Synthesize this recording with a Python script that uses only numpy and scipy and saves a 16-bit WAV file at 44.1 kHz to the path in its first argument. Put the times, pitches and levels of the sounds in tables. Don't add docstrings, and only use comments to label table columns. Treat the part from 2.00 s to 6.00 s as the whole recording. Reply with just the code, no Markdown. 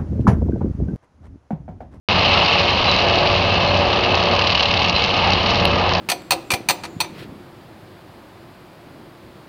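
import sys
import numpy as np
from scipy import signal
from scipy.fft import rfft, irfft
from scipy.io import wavfile
from scipy.ndimage import uniform_filter1d

SR = 44100
rng = np.random.default_rng(int(sys.argv[2]) if len(sys.argv) > 2 else 0)


def transcribe(u):
    v = np.clip(np.atleast_2d(u).T, -1, 1)
    q = np.round(v * 32767).astype(np.int16)
    wavfile.write(sys.argv[1], SR, q)


N = 176400
BLADE_HZ, BLADE_PASS_S = 37.2, 2.576


def cutting():
    # time in seconds, relative strength of the blade bites in dB.
    bite_level = [(0, -20.5), (1.5, -24), (2.3, -17.5), (2.65, -16.5), (3.1, -24)]
    # time in seconds, relative level of the chip spray in dB.
    spray_level = [(0, -20), (.5, -18.5), (1.05, -21), (1.5, -21), (1.8, -23), (2.8, -24), (3.35, -21),
                   (4, -27)]
    # time in seconds, relative level in dB.
    cracks = [(.25, -14.5), (0.285, -20), (.338, -17.5), (.46, -13), (1.273, -13), (2.044, -20),
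              (2.392, -14), (2.42, -14.5), (2.446, -18), (2.472, -13), (2.526, -15.5), (2.552, -13.5),
              (2.576, -14.5), (2.595, -14), (2.606, -13.5), (2.629, -14.5), (2.656, -14.5), (2.685, -15),
              (2.713, -14), (2.739, -13), (2.772, -13.5), (2.799, -17.5), (2.823, -15.5), (2.848, -13),
              (2.883, -16), (2.962, -12.5), (2.994, -16.5), (3.02, -14), (3.047, -14.5), (3.32, -14.5),
              (3.334, -15), (3.46, -15), (3.5, -16), (3.556, -14.5), (3.95, -15)]
    # time in seconds, relative level in dB.
    chunks = [(2.5028, 7.5), (3.6539, 12)]
    # frequency in Hz, relative level in dB.
    steel = [(300, -18.5), (800, -9), (1450, -18), (1950, -14.5), (2180, -3.5), (2350, -8), (2620, 2.5),
             (3050, -.5), (3400, -7.5), (4150, -5), (4650, -9), (5600, -20.5), (7000, -40)]
    passes = np.arange(BLADE_PASS_S % (1 / BLADE_HZ), N / SR, 1 / BLADE_HZ)
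    jitter_s, scatter_db = (rng.standard_normal((len(passes), 2)) * [.002, 1.5]).T
    bites = bursts(passes + jitter_s, undb(scatter_db), attack_s=.00052, decay_s=.005)
    bites *= undb(curve(bite_level))
    spray = chips() * undb(curve(spray_level) + 1.5 * walk(150))
    crack_s, crack_db = np.array(cracks).T
    blows = bursts(crack_s, undb(crack_db), attack_s=.0006, decay_s=.0047)
    wood = rng.standard_normal(N) * np.hypot(bites, blows)
    highpass = signal.butter(2, 4000, "high", fs=SR, output="sos")
    splinters = undb(-2.5) * signal.sosfiltfilt(highpass, wood)
    return body(spray + wood + splinters + taps(chunks), steel)


def twigs(per_s=38, loudest_db=-2, range_db=12.5):
    # time in seconds, relative level in dB.
    snaps = [(.6, 0.5), (.9147, 4), (1.157, 0), (1.3294, -3), (2.1536, 3), (2.2376, 1.5), (2.3936, -1.5),
             (2.6262, 1), (2.8973, 5.5), (3.0404, 3.5), (3.0771, -7), (3.9365, 3.5)]
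    # frequency in Hz, relative level in dB.
    dry_wood = [(800, -24), (4400, 2.5), (5500, -3.5), (7000, -21.5)]
    breaks = rng.random(N) < per_s / SR
    crackle = breaks * undb(loudest_db - range_db * rng.random(N))
    return body(taps(snaps) + crackle, dry_wood)


def squeals():
    # start in seconds, length in seconds, pitch in Hz, level in dB, pitch wobble in Hz.
    notes = [(0.231, .07, 2910, -27, 150), (0.238, 0.07, 3830, -36.5, 25), (0.341, 0.05, 1196, -23, 91),
             (0.665, 0.11, 4110, -30, 35), (0.86, 0.072, 4005, -23, 65), (0.94, 0.055, 3970, -26.5, 35),
             (1.658, 0.068, 4240, -30, 20), (2.94, 0.05, 4050, -23.5, 35), (3.196, .11, 851, -20.5, 45)]
    t, out = np.arange(N) / SR, 0
    for start, length, hz, db, wobble_hz in notes:
        progress = np.clip((t - start) / length, 0, 1)
        swell = np.sqrt(2 * np.abs(np.sin(np.pi * progress)))
        out += undb(db) * swell * wavering_tone(hz, wobble_hz, rate=250)
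    return out


def deck(throb_depth=.13):
    # frequency in Hz, relative level in dB.
    low_colour = [(150, -22.5), (300, -8), (410, -10), (520, -3), (740, -0.5), (1000, -23), (2000, -50.5)]
    high_colour = [(400, -22.5), (820, -0.5), (1220, -1.5), (1400, -12), (1700, -9), (2000, -13),
                   (3000, -12.5), (7000, -50)]
    # time in seconds, relative levels of the lower and the upper band in dB.
    levels = [(.1, -24, -22), (.97, -25, -23.5), (1.08, -19.5, -23.5), (1.4, -24, -24), (1.9, -20.5, -24),
              (2.36, -23, -22.5), (2.5, -26.5, -25), (3.1, -26, -26), (3.25, -22.5, -21.5),
              (3.42, -25.5, -25), (3.88, -21, -22), (4, -26.5, -24)]
    t = np.arange(N) / SR
    throb = 1 + throb_depth * np.cos(2 * np.pi * BLADE_HZ * (t - BLADE_PASS_S))
    low = body(chips() * throb, low_colour) * undb(curve(levels) - 1)
    high = body(chips() * throb, high_colour) * undb(curve(levels, column=2) + 1.5)
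    return low + high


def engine(waver_db=2.5, firing_depth=.46, exhaust_db=-27.5):
    # time in seconds, crank speed in turns per second.
    crank = [(0, 52.05), (1.9, 52.28), (2.8, 51.98)]
    # their multiples of the crank speed, and their relative levels in dB.
    orders = [2, 7, 8.333, 9, 10, 11, 13, 16, 50]
    order_db = [-36.5, -34.5, -39, -36, -39.5, -31, -39.5, -35, -37.5]
    # time in seconds, gain in dB.
    whine_level = [(.8, -1.5), (1.15, 3), (2.3, 2.5), (2.55, -5), (3.25, -1.5), (4, 0.5)]
    # pitch in Hz, relative level in dB, wavering in dB, growth in dB per second.
    fan_tones = [(70.1, -37, 4, -0.5), (91.2, -29.5, 2.5, -0.5), (176.9, -43, 2.5, 3), (182.8, -36, 2, -1)]
    # frequency in Hz, relative level in dB.
    exhaust_colour = [(20, -22), (35, -8), (75, -1.5), (125, -2), (220, -2.5), (400, -17.5), (800, -49.5)]
    # time in seconds, gain in dB.
    drone_level = [(0, -1.5), (.32, 2), (.55, -1), (1.45, 0), (1.8, 1.5), (2, -2.5), (2.2, 1.5),
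                   (2.57, -5.5), (2.75, -1), (3, -1), (3.6, 2.5), (4, -1.5)]
    t = np.arange(N) / SR
    turns = np.cumsum(curve(crank) * (1 + .001996 * walk(14))) / SR
    tones = drones = 0
    for order, db in zip(orders, order_db):
        gain = undb(db + waver_db * walk(7.13))
        tones += gain * np.sin(2 * np.pi * (order * turns + rng.random()))
    for hz, db, sway_db, growth in fan_tones:
        gain = undb(db + growth * t + sway_db * walk(8.3))
        drones += gain * wavering_tone(hz, wobble_hz=.77, rate=12)
    puffs = 1 + firing_depth * np.cos(4 * np.pi * turns)
    exhaust = body(rng.standard_normal(N) * puffs, exhaust_colour) * undb(exhaust_db)
    whine = np.sqrt(2) * tones * undb(curve(whine_level))
    rumble = (np.sqrt(2) * drones + exhaust) * undb(curve(drone_level))
    return whine + rumble


def trees(x, t60_s=.23, echo_db=-16):
    age = np.arange(SR // 2) / SR
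    tail = rng.standard_normal(len(age)) * undb(-60 * age / t60_s)
    return x + undb(echo_db) * signal.fftconvolve(x, tail / np.linalg.norm(tail))[:N]


def chips(per_s=6000, spread_db=3):
    hits = (rng.random(N) < per_s / SR) * rng.choice([-1, 1], N)
    hail = hits * undb(spread_db * np.minimum(rng.exponential(size=N), 5))
    return hail / np.sqrt(np.mean(hail ** 2))


def bursts(times, gains, attack_s, decay_s):
    out, lead = np.zeros(N), SR // 100
    age = (np.arange(SR // 10) - lead) / SR
    shape = np.exp(np.minimum(age / attack_s, -age / decay_s))
    for at, gain in zip(times, gains):
        i = int(at * SR) - lead
        if 0 <= i < N:
            out[i:i + len(shape)] += gain * shape[:N - i]
    return out


def taps(rows):
    out = np.zeros(N)
    for at, db in rows:
        out[int(at * SR)] += undb(db)
    return out


def body(x, points, size=4096):
    hz, db = np.array(points).T
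    bin_hz = np.arange(size // 2 + 1) * SR / size
    gain = undb(np.interp(np.log(bin_hz + 1), np.log(hz), db))
    cepstrum = irfft(np.log(gain))
    cepstrum[1:size // 2] *= 2
    cepstrum[size // 2 + 1:] = 0
    ring = irfft(np.exp(rfft(cepstrum)))
    return signal.fftconvolve(x, ring / np.linalg.norm(ring))[:N]


def wavering_tone(hz, wobble_hz, rate):
    return np.sin(2 * np.pi * np.cumsum(hz + wobble_hz * walk(rate)) / SR)


def walk(rate):
    hold = int(SR / rate)
    steps = np.repeat(rng.standard_normal(N // hold + 1), hold)
    return 1.3 * uniform_filter1d(uniform_filter1d(steps, hold), hold)[:N]


def curve(rows, column=1):
    rows = np.array(rows)
    return np.interp(np.arange(N) / SR, rows[:, 0], rows[:, column])


def undb(db):
    return 10 ** (np.asarray(db) / 20)


def scene():
    return (engine() + deck() + trees(cutting() + twigs() + squeals()))[None]


def record(dry, start_s=.087, band_top_hz=6850, ceiling=.92):
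    def lowpass(x, hz):
        return signal.sosfilt(signal.ellip(10, .2, 85, hz, fs=SR, output="sos"), x)

    live = np.arange(N) / SR >= start_s
    clipped = np.clip(lowpass(dry, band_top_hz) * live, -ceiling, ceiling)
    return lowpass(clipped, hz=15800)


dry = scene()
out = record(dry)
transcribe(out)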